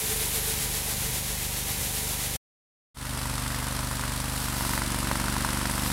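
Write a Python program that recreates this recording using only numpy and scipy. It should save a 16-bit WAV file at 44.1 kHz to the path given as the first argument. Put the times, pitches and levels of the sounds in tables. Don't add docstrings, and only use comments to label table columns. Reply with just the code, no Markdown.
import sys
import numpy as np
from scipy import signal
from scipy.fft import rfft, irfft, next_fast_len
from scipy.io import wavfile
from scipy.ndimage import map_coordinates

SR = 44100
rng = np.random.default_rng(int(sys.argv[2]) if len(sys.argv) > 2 else 0)


def wrap_up_sound(samples):
    columns = np.atleast_2d(samples).T
    tamed = np.clip(columns, -1, 1)
    steps = np.round(tamed * 32767).astype(np.int16)
    wavfile.write(sys.argv[1], SR, steps)


N = 261072
TIME = np.arange(N) / SR
KERB_HZ, CRUISE_HZ = 24.81, 24.5
BRUSH_TURNS_PER_CYCLE = .3

# frequency in Hz, gain in dB.
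PUFF_FROM_SIDE = [(10, -68), (25, -23), (48, 3), (75, -2), (122, 1.5), (150, -5), (195, -13.5), (243, -2),
                  (270, -8.5), (310, -15.5), (400, -31), (700, -32), (1500, -68)]


def brush_on_asphalt(cycles):
    # time in seconds, relative level in dB.
    contact = [(0, 0.2), (.42, 0), (.8, -3.5), (1.05, -2.5), (1.36, -5.5), (2, -2.5), (2.36, -5)]
    # frequency in Hz, gain in dB.
    scrape_spectrum = [(160, -18), (300, -8), (520, -7), (640, -9.5), (850, -7.5), (1300, -10),
                       (2000, -5.5), (2900, -6.5), (3800, -5), (5000, -7), (7000, -5), (10300, -8.5),
                       (13500, -10.5), (16000, -15)]
    fine_spectrum = [(5000, -35), (8500, -3.5), (10300, 2), (12800, -2), (14300, -5.5), (16000, -11.5)]
    # resonance in Hz, width in Hz, gain in dB.
    disc_modes = [(437.5, 34, 0)]
    guard_modes = [(556, 65, -3), (786, 87, -1), (962, 35, -0.5)]
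    contact_db, = curves(contact)
    bite = np.cos(2 * np.pi * (BRUSH_TURNS_PER_CYCLE * cycles - .4))
    pressure = amp(1.3 * bite + .35 * wobble(70))
    scrape = amp(-31 + .4 * contact_db) * grains(scrape_spectrum, rate=24000, spread_db=.5)
    fine = amp(-32.5 + contact_db) * noise(fine_spectrum)
    disc = amp(-44 + 2.2 * contact_db + .99 * bite) * ringing(disc_modes)
    guard = amp(-49) * ringing(guard_modes)
    return pressure * (scrape + fine) + disc + guard


def kerb_exhaust(first, second):
    # frequency in Hz, gain in dB.
    front_puff = [(10, -35), (25, -11), (48, 5), (75, -1), (125, -5.5), (150, -8.5), (200, -6.5),
                  (260, -18.5), (325, -20), (600, -37.5), (1500, -72.5)]
    beat = puffs(first, second, first_db=-2.5, scatter_db=0)
    side_share = np.clip(.23 * (TIME - 1.6), 0, 1)
    direct = (1 - side_share) * colour(beat, front_puff) + side_share * colour(beat, PUFF_FROM_SIDE)
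    fence_echo = np.interp(TIME - .0082, TIME, direct)
    return amp(-37 + .3 * TIME) * unit(direct + .35 * fence_echo)


def verge_exhaust(first, second, sag, load):
    # frequency in Hz, gain in dB.
    loaded_puff = [(10, -48), (25, -22), (48, 4), (75, -1), (122, 1.5), (150, -5.5), (195, -2), (243, 1),
                   (268, -4), (305, -10.5), (335, -6.5), (400, -46), (700, -35), (1500, -65)]
    beat = puffs(first, second, first_db=-1.5, scatter_db=.5)
    throb = (1 - load) * colour(beat, PUFF_FROM_SIDE) + load * colour(beat, loaded_puff)
    return amp(-32.5 - .1 * sag) * unit(throb)


def barks(first, sag, load):
    # time in seconds, relative level in dB.
    hardest = [(3.255, -20), (3.463, -14.5), (3.545, -17), (4.036, -18), (4.608, -16), (4.694, -18.5),
               (4.735, -13.5), (4.777, -12.5), (4.819, -13.5), (5.113, -12.5), (5.282, -12), (5.365, -14.5),
               (5.447, -11.5), (5.614, -16), (5.655, -13)]
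    # frequency in Hz, gain in dB.
    spectrum = [(150, -17), (400, -19), (580, -6), (740, -14), (860, -2), (960, 4), (1120, -2),
                (1330, -0.5), (1650, -6.5), (2050, -6.5), (2400, -26), (6000, -33), (16000, -51)]
    effort_db = -24 + 4 * load + 4 * sag
    size_db = np.interp(first, TIME, effort_db) + 1.1 * rng.standard_normal(len(first))
    for s, db in hardest:
        size_db[np.argmin(abs(first - s))] = db
    spikes = impulses(first + .0028, amp(size_db))
    crack = -colour(spikes, spectrum)
    gas = bursts(spikes, rise=.00038, decay=.0017) * noise(spectrum)
    return amp(23.5) * crack + amp(-12) * gas


def hiss_and_clatter(first, second, sag, load):
    # frequency in Hz, gain in dB.
    hiss_spectrum = [(1180, -28), (2000, -7), (2380, -8.5), (2570, -4.5), (4990, -3.5), (6760, -7.5),
                     (7840, -3.5), (9920, -3), (15100, -15), (16000, -19)]
    clatter_spectrum = [(150, -5.5), (370, -4.5), (450, -4.5), (600, -1), (740, -3.5), (950, 1), (1500, -1),
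                        (2000, -4.5), (2800, -10.5), (6000, -35.5)]
    spits = puffs(first + .0021, second + .0022, first_db=1.5, scatter_db=1.5)
    flow = bursts(spits, rise=.0017, decay=.0023)
    hiss = amp(-36.5 + 2.5 * load) * unit(1 + .97 * flow) * noise(hiss_spectrum)
    clatter_gain = amp(-38.5 + 2.5 * load + .5 * sag) * unit(1 + .11 * flow)
    return hiss + clatter_gain * grains(clatter_spectrum, rate=6000, spread_db=1)


def brush_in_soil(cycles):
    # middle of a dig in seconds, length in seconds, relative level in dB.
    digs = [(4.4, 0.27, -38.5), (4.67, 0.4, -36), (5.88, .5, -38.5)]
    # frequency in Hz, gain in dB.
    spectrum = [(1500, -21), (4000, -3.5), (7000, -8), (10500, -3), (12500, -4.5), (16000, -14.5)]
    bite = np.cos(2 * np.pi * BRUSH_TURNS_PER_CYCLE * cycles)
    pressure = amp(-2 + 1.2 * bite + 1.1 * wobble(25))
    return swells(digs, floor_db=-45) * pressure * grains(spectrum, rate=12000, spread_db=3.5)


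def wind():
    # middle of a gust in seconds, length in seconds, relative level in dB.
    gusts = [(.1, .24, -44), (.6, 0.33, -42), (1.05, 0.38, -40.5), (1.31, 0.49, -54), (1.79, .32, -39.5)]
    # frequency in Hz, gain in dB.
    buffet = [(12, -28), (30, -6.5), (55, -3), (100, -4), (180, -9.5), (350, -29), (900, -61.5)]
    lumps = swells(gusts, floor_db=-46.5) * amp(-2 + .8 * wobble(16)) * noise(buffet)
    rumble = amp(-56 + 1.2 * wobble(8)) * noise(buffet)
    return lumps, rumble


def kerb():
    cycles, first, second = firings(KERB_HZ + .05 * wobble(8), start=.039, lag=.37)
    return kerb_exhaust(first, second) + brush_on_asphalt(cycles)


def verge():
    # time in seconds, four-stroke cycles a second.
    engine_speed = [(2.95, 24.81), (3.38, 24.12), (3.82, 24.67), (4.04, 23.89), (4.3, 25.19), (4.62, 23.61),
                    (4.85, 23.92), (5.18, 23.5), (5.34, 24.36), (5.55, 23.98), (5.92, 24.59)]
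    # time in seconds, throttle opening from 0 to 1.
    throttle = [(3, 0), (4.4, 0.16), (4.62, 0.6), (5.2, 0.87), (5.9, 0.95)]
    speed, = curves(engine_speed)
    load, = curves(throttle)
    sag = CRUISE_HZ - speed
    cycles, first, second = firings(speed, start=2.968, lag=.362)
    engine = verge_exhaust(first, second, sag, load) + hiss_and_clatter(first, second, sag, load)
    return engine + brush_in_soil(cycles) + barks(first, sag, load)


def firings(speed, start, lag):
    cycles = np.cumsum(speed) / SR
    cycles -= np.interp(start, TIME, cycles)
    whole = np.arange(np.ceil(cycles[0]), np.floor(cycles[-1]) + 1)
    return cycles, np.interp(whole, cycles, TIME), np.interp(whole + lag, cycles, TIME)


def puffs(first, second, first_db, scatter_db):
    sizes = amp(scatter_db * rng.standard_normal((len(first), 2)))
    return impulses(first, amp(first_db) * sizes[:, 0]) + impulses(second, sizes[:, 1])


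def impulses(times, sizes):
    return np.bincount(np.clip(np.round(times * SR).astype(int), 0, N), sizes, N + 1)[:N]


def bursts(spikes, rise, decay):
    t = TIME[:SR // 10]
    shape = (1 - np.exp(-t / rise)) ** 2 * np.exp(-t / decay)
    return signal.fftconvolve(spikes, shape / shape.max())[:N]


def grains(points, rate, spread_db):
    hits = (rng.random(N) < rate / SR) * rng.standard_normal(N) * amp(spread_db * rng.standard_normal(N))
    return unit(colour(hits, points))


def ringing(modes):
    f = np.fft.rfftfreq(N, 1 / SR)
    gain = sum(amp(db) / (1 + (2 * (f - hz) / width) ** 2) for hz, width, db in modes)
    return unit(irfft(rfft(rng.standard_normal(N)) * gain, N))


def noise(points):
    return unit(colour(rng.standard_normal(N), points))


def colour(x, points):
    m = 2 * next_fast_len(N // 2 + SR // 4)
    hz, db = np.transpose(points)
    gain = amp(np.interp(np.log(np.fft.rfftfreq(m, 1 / SR) + 1), np.log(hz), db))
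    cepstrum = irfft(np.log(gain), m)
    cepstrum[1:m // 2] *= 2
    cepstrum[m // 2 + 1:] = 0
    return irfft(rfft(x, m) * np.exp(rfft(cepstrum)), m)[:N]


def swells(rows, floor_db):
    return amp(floor_db) + sum(amp(db) * np.cos(np.pi * np.clip((TIME - middle) / length, -.5, .5)) ** 2
                               for middle, length, db in rows)


def wobble(rate):
    return map_coordinates(rng.standard_normal(int(N * rate / SR) + 4), [TIME * rate])


def curves(rows):
    times, *columns = np.transpose(rows)
    return [np.interp(TIME, times, column) for column in columns]


def amp(db):
    return 10 ** (np.asarray(db) / 20)


def unit(x):
    return x / np.sqrt(np.mean(x ** 2) + 1e-20)


def scene():
    stop_s, return_s = 2.362, 2.944
    fade_out = np.exp(-np.maximum(TIME - stop_s, 0) / .0022)
    fade_in = 1 - np.exp(-np.maximum(TIME - return_s, 0) / .088)
    lumps, rumble = wind()
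    sound = fade_out * (kerb() + lumps) + fade_in * (verge() + rumble)
    return np.array([sound, sound])


def record(dry):
    top_hz, slope_width_hz = 15850, 200
    m = next_fast_len(N + SR // 2)
    gain = np.clip((top_hz - np.fft.rfftfreq(m, 1 / SR)) / slope_width_hz + .5, 0, 1)
    return irfft(rfft(dry, m) * gain, m)[:, :N]


dry = scene()
out = record(dry)
wrap_up_sound(out)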